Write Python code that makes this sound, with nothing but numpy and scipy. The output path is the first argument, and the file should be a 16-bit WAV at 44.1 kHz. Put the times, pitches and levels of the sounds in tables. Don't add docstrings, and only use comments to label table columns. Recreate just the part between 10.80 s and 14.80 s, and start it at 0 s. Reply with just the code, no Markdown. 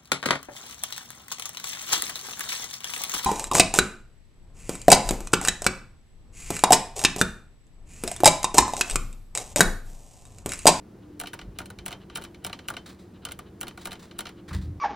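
import sys
import numpy as np
from scipy import signal
from scipy.fft import rfft, irfft
from scipy.io import wavfile
from scipy.ndimage import uniform_filter1d

SR = 44100
rng = np.random.default_rng(int(sys.argv[2]) if len(sys.argv) > 2 else 0)


def transcribe(signal):
    frames = np.atleast_2d(signal).T
    limited = np.clip(frames, -1, 1)
    pcm = np.round(limited * 32767).astype(np.int16)
    wavfile.write(sys.argv[1], SR, pcm)


N = 176400
T_S = np.arange(N) / SR
HZ = np.fft.rfftfreq(N, 1 / SR) + 1e-6

# frequency in Hz, gain in dB.
AIR_SHAPE = [(25,-13.5),(70,2.5),(200,-3),(360,-3),(620,-14),(1440,-23),(2550,-31),(6900,-37.5),(15000,-32.5)]
AIR_RMS_DB = -49.5
# centre in Hz, half-width at half gain in Hz, rms level in dB.
FAN_HUMS = [(189.6,13.3,-55),(300.3,1.85,-57.5),(343.6,3.2,-57.5)]
# frequency in Hz, side over mid in dB.
SIDE_OVER_MID = [(50,-30),(250,-26.5),(500,-6),(1200,-7.5),(3500,-18.5),(12000,13)]
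# frequency in Hz, lead of the left in radians.
PORT_PHASE = [(5000,0),(6700,-1.3),(12400,-3.14),(16000,-4.1)]

# start in seconds, boom in dB, overtone in dB (both before the swell), boom pitch in Hz.
BUMPS = [(0.624,-30,-37,47),(0.669,-29.5,-55,50.5),(.895,-36.5,-41,100),(0.976,-32.5,-63,53.5),(1.228,-50,-37,89.5),(3.709,-21.5,-31,80),(3.747,-14.5,-24.5,76),(3.81,-25,-38,78.5),(3.863,-19,-53,86.3),(3.944,-27.5,-58,83)]
# frequency in Hz, gain in dB.
THUD_SHAPE = [(20,-30),(52,14.5),(110,16),(270,-6),(900,-58)]
BUMP_RISE_S, BUMP_DECAY_S = 0.02, 0.033
OVERTONE_HZ, THUD_RE_BOOM_DB = 191.5, -7

# start in seconds, level in dB before the swell, decay in seconds.
RUSTLES = [(2.058,-40,0.021),(2.087,-46,0.032),(2.187,-53,0.045),(2.985,-48,0.036),(3.012,-43.5,0.019),(3.193,-44,0.018),(3.221,-47,0.041),(3.678,-44,0.041),(3.729,-37,0.027),(3.811,-49,0.039)]
# frequency in Hz, gain in dB.
RUSTLE_SHAPE = [(400,4),(1900,3.5),(2800,-1),(3900,4.5),(5500,-4),(16000,-3.5)]
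# start in seconds, level in dB before the swell, decay in seconds, resonance in Hz.
SCUFFS = [(3.68,-44,0.02,1790),(3.707,-38,0.014,1240),(3.7287,-40.5,0.027,1770)]
RISE_PER_DECAY = 0.13
SCUFF_HALF_WIDTH_HZ, SCUFF_OVERTONE_RATIO, SCUFF_OVERTONE_DB = 310, 1.9, -10.5
POPS_PER_S, POPS_RE_HISS_DB, POP_T60_S = 190, -3.5, 0.009

# start in seconds, level in dB at mid-rub.
RUBS = [(0.203,-66.5),(.31,-73.5),(0.747,-61),(1.195,-57),(1.305,-56),(1.615,-59),(1.826,-60),(2.333,-59),(2.415,-56.5),(2.643,-59.5),(3.34,-58.5),(3.561,-58)]
RUB_S, RUB_HALF_WIDTH_HZ = 0.056, 120

# start in seconds, gain of knock, ring and tick in dB.
CLICKS = [ (0.3992,-39,-35.5,-30.5),(.412,-35,-41.5,-35.5),(0.436,-36.5,-45,-43),(0.4579,-51,-39.5,-55),(0.4706,-43,-35.5,-39.5),(0.482,-60,-58,-48),
          (0.5326,-33.5,-39.5,-40),(0.539,-51,-44,-38),(0.5903,-42.5,-39.5,-50),(0.6133,-42.5,-43,-54),
          (0.7867,-38.5,-33.5,-31.5),(0.802,-36,-48,-46),(0.815,-40,-48.5,-48),(0.8574,-54,-46.5,-42),(0.902,-40.5,-46.5,-43),(0.9869,-45,-40.5,-50),
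          (1.0609,-34.5,-36,-30.5),(1.0803,-39.5,-38,-34),(1.1069,-38.5,-41.5,-47),(1.117,-40,-41,-44),(1.1264,-36.5,-36,-43.5),(1.2988,-45,-46.5,-59),
          (1.3563,-34.5,-30.5,-29.5),(1.3716,-38,-40,-33),(1.3802,-34.5,-55,-56),(1.4134,-41,-54,-52),(1.42,-49,-44.5,-42),(1.4386,-44,-43,-40),(1.4481,-44,-42,-47),(1.545,-53,-47.5,-58),
          (1.6466,-34.5,-32,-29.5),(1.665,-36.5,-41,-32),(1.6696,-52,-42.5,-50),(1.6961,-37,-44,-51),(1.729,-37,-33.5,-42.5),(1.79,-44,-41.5,-54),
          (1.8842,-33.5,-32.5,-29.5),(1.9012,-31.5,-43.5,-33),(1.9052,-37.5,-51,-58),(1.9381,-40,-43.5,-50),(1.9669,-37,-34,-43.5),
          (2.451,-38.5,-33.5,-31.5),(2.467,-37.5,-55,-58),(2.4869,-36.5,-42,-46),(2.5098,-45.5,-42,-52),(2.5189,-46,-40.5,-35),(2.5899,-39.5,-41.5,-40),
          (2.811,-38.5,-37,-29.5),(2.83,-32,-40.5,-37),(2.8688,-41.5,-41,-49),(2.8809,-42,-38.5,-37),(2.9088,-49,-50,-65),(2.9748,-41,-44,-44.5),
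          (3.0546,-35,-35,-30.5),(3.0715,-33.5,-40,-36),(3.1086,-45,-43.5,-48),(3.1175,-38.5,-37,-42.5),(3.1291,-41,-39.5,-39.5),(3.1536,-47.5,-46.5,-61),(3.3111,-48,-46,-59),
          (3.3892,-35,-33,-29.5),(3.4059,-36.5,-39.5,-33.5),(3.4542,-40.5,-37.5,-49),(3.4677,-38.5,-36,-46),(3.4908,-46,-44,-48)]
# upper edge in Hz, rise time constant in seconds, crack in dB,
# crack t60 in seconds, cage echo in dB, cage echo t60 in seconds. Levels are relative to the click gain.
REGISTERS = [(1860,0.00076,-4.5,0.025,-9,0.22),(5720,0.00076,3,0.018,-8,0.11),(14700,0.00066,13,0.0076,-0.5,0.034)]
# frequency in Hz, gain in dB.
CRACK_SHAPE = [(350,9.5),(700,5),(4200,-1.5),(4700,-5),(6500,-4),(9500,3.5),(12300,4.5),(14000,3)]
# mean pitch in Hz, level in dB relative to the other modes, t60 in seconds.
MODES = [(722,-6.5,0.037),(920,-15,0.097),(1192,-6,0.039),(1436,-2.5,0.036),(1585,-8,0.027),(2072,-16.5,0.054),(2324,-8,0.037),(2915,-1,0.019),(3230,-11,0.019),(3767,-8,0.031),(4077,-6.5,0.035)]
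MODES_GAIN_DB = 3.5
MODE_SCATTER_DB, MODE_DETUNE_SHARE, TUBE_DETUNE_SHARE = 3, 0.018, 0.01
TUBE_MEAN_HZ, TUBE_MEAN_DB, TUBE_T60_S = 3080, -11.5, 0.14
SNAP_DB, TOUCH_LEAD_S, TOUCH_DB = -31.5, 0.0044, -12.5
BOUNCE_MAX_GAP_S, BOUNCE_STEP_DB = 0.008, -9.5
LAG_MAX_S, LAG_SCALE_HZ = 0.00781, 848.2
ROOM_DB, ROOM_T60_S = -28, 0.42
TOP_HZ = 16100


def amp(db):
    return 10 ** (np.asarray(db) / 20)


def curve(points):
    hz, db = np.array(points, float).T
    return amp(np.interp(np.log(HZ), np.log(hz), db))


def noise(gain):
    x = irfft(rfft(rng.standard_normal(N)) * gain, N)
    return x / x.std()


def swell(start_s, rise_s, decay_s):
    age_s = np.maximum(T_S - start_s, 0)
    return (1 - np.exp(-age_s / rise_s)) * np.exp(-age_s / decay_s)


def fade(t_s, t60_s):
    return np.exp(-np.log(1000) * t_s / t60_s)


def add(out, x, start_s):
    i = int(start_s * SR)
    out[..., i:i + x.shape[-1]] += x[..., :N - i]


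def below(hz):
    return hz ** 10 / (hz ** 10 + HZ ** 10)


def resonance(hz, half_width_hz):
    return 1 / (1 + 1j * (HZ - hz) / half_width_hz)


def friction(gain):
    hits = (rng.random(N) < POPS_PER_S / SR) * rng.standard_normal(N)
    t_s = T_S[:SR // 20]
    pop = fade(t_s, POP_T60_S) * rng.standard_normal(len(t_s))
    pops = signal.fftconvolve(hits, pop)[:N]
    pops = irfft(rfft(pops) * gain, N)
    pops_gain = amp(POPS_RE_HISS_DB)
    return (noise(gain) + pops_gain * pops / pops.std()) / np.hypot(1, pops_gain)


def diffuse(mid, side):
    share = curve(SIDE_OVER_MID)
    m, s = rfft(mid), rfft(side) * share
    return irfft(np.array([m + s, m - s]) / np.hypot(1, share), N)


def ports(x):
    turn = np.interp(HZ, *np.array(PORT_PHASE, float).T)
    return irfft(rfft(x) * np.exp(1j * np.array([turn, -turn]) / 2), N)


def air():
    out = amp(AIR_RMS_DB) * noise(curve(AIR_SHAPE))
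    for hz, half_width_hz, db in FAN_HUMS:
        out += amp(db) * noise(1 / (1 + ((HZ - hz) / half_width_hz) ** 2))
    return out


def room():
    return diffuse(air(), air())


def bumps():
    out = np.zeros(N)
    thud = amp(THUD_RE_BOOM_DB) * noise(curve(THUD_SHAPE))
    for start_s, boom_db, overtone_db, hz in BUMPS:
        turn = 2 * np.pi * (T_S - start_s)
        boom = amp(boom_db) * (np.sin(hz * turn) + thud)
        overtone = amp(overtone_db) * np.sin(OVERTONE_HZ * turn)
        out += swell(start_s, BUMP_RISE_S, BUMP_DECAY_S) * (boom + overtone)
    return out


def stroke(start_s, db, decay_s):
    return amp(db) * swell(start_s, RISE_PER_DECAY * decay_s, decay_s)


def bedding():
    out = sum(stroke(*row) for row in RUSTLES) * friction(curve(RUSTLE_SHAPE))
    for start_s, db, decay_s, hz in SCUFFS:
        main = resonance(hz, SCUFF_HALF_WIDTH_HZ) ** 2
        upper = resonance(SCUFF_OVERTONE_RATIO * hz, SCUFF_HALF_WIDTH_HZ) ** 2
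        colour = main + amp(SCUFF_OVERTONE_DB) * upper
        out = out + stroke(start_s, db, decay_s) * friction(colour)
    return ports(out)


def tongue():
    power = sum(np.abs(amp(db) * resonance(hz, RUB_HALF_WIDTH_HZ)) ** 2 for hz, db, _ in MODES)
    pressure = np.zeros(N)
    for start_s, db in RUBS:
        pressure += amp(db) * np.sin(np.pi * np.clip((T_S - start_s) / RUB_S, 0, 1))
    return ports(pressure * friction(np.sqrt(power)))


def late_lows(x):
    phase = 2 * np.pi * LAG_MAX_S * LAG_SCALE_HZ * np.exp(-HZ / LAG_SCALE_HZ)
    return irfft(rfft(x) * np.exp(1j * phase), N)


def ringing(low_hz, high_hz):
    t_s = T_S[:SR // 14]
    out = np.zeros(len(t_s))
    scatter = rng.standard_normal((len(MODES), 3))
    for (hz, db, t60_s), (size, detune, phase) in zip(MODES, scatter):
        if low_hz < hz <= high_hz:
            gain = amp(MODES_GAIN_DB + db + MODE_SCATTER_DB * size)
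            struck_hz = hz * (1 + MODE_DETUNE_SHARE * detune)
            out += gain * fade(t_s, t60_s) * np.sin(2 * np.pi * (struck_hz * t_s + phase))
    return out


def tube_ring(t_s, phase):
    gain = amp(TUBE_MEAN_DB + MODE_SCATTER_DB * rng.standard_normal())
    hz = TUBE_MEAN_HZ * (1 + TUBE_DETUNE_SHARE * rng.standard_normal())
    return gain * fade(t_s, TUBE_T60_S) * np.sin(2 * np.pi * (hz * t_s + phase))


def chatter(tick, grit, count):
    out, start_s = np.zeros(N), 0
    for bounce in range(1, count + 1):
        start_s += BOUNCE_MAX_GAP_S * (1 + rng.random()) / 2
        at = rng.integers(N - len(tick))
        add(out, amp(BOUNCE_STEP_DB * bounce) * tick * grit[at:at + len(tick)], start_s)
    return out[:len(tick)]


def spout():
    t_s = T_S[:SR // 3]
    near, far, low_hz = np.zeros(N), np.zeros((2, N)), 0
    for k, (high_hz, rise_s, crack_db, crack_t60_s, cage_db, cage_t60_s) in enumerate(REGISTERS):
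        band = curve(CRACK_SHAPE) * np.sqrt(np.abs(below(high_hz) - below(low_hz)))
        grit = noise(band)
        walls = np.array([noise(band), noise(band)])
        attack = 1 - np.exp(-t_s / rise_s)
        crack = amp(crack_db) * fade(t_s, crack_t60_s)
        cage = amp(cage_db) * fade(t_s, cage_t60_s)
        burst = np.hypot(crack, cage)
        tail = amp(ROOM_DB) * attack * fade(t_s, ROOM_T60_S)
        mid_side = np.array([tail, np.hypot(tail, cage)])
        for start_s, *levels_db in CLICKS:
            at, phase = rng.integers(N - len(t_s)), rng.random()
            gain = amp(levels_db[k]) * attack
            echo = walls[:, at:at + len(t_s)]
            click = burst * grit[at:at + len(t_s)]
            add(click, ringing(low_hz, high_hz), 0)
            if k == 1:
                click += tube_ring(t_s, phase)
            add(near, gain * click, start_s)
            if levels_db[-1] > SNAP_DB:
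                add(near, amp(TOUCH_DB) * gain * crack * echo[0], start_s - TOUCH_LEAD_S)
            if k == 2:
                add(near, chatter(gain * crack, grit, count=3), start_s)
            add(far, gain * mid_side * echo, start_s)
        low_hz = high_hz
    return ports(late_lows(near)) + diffuse(*far)


def scene():
    return room() + bumps() + bedding() + tongue() + spout()


def record(dry):
    sos = signal.ellip(8, 0.2, 70, TOP_HZ, fs=SR, output="sos")
    return signal.sosfilt(sos, dry)


dry = scene()
out = record(dry)
transcribe(out)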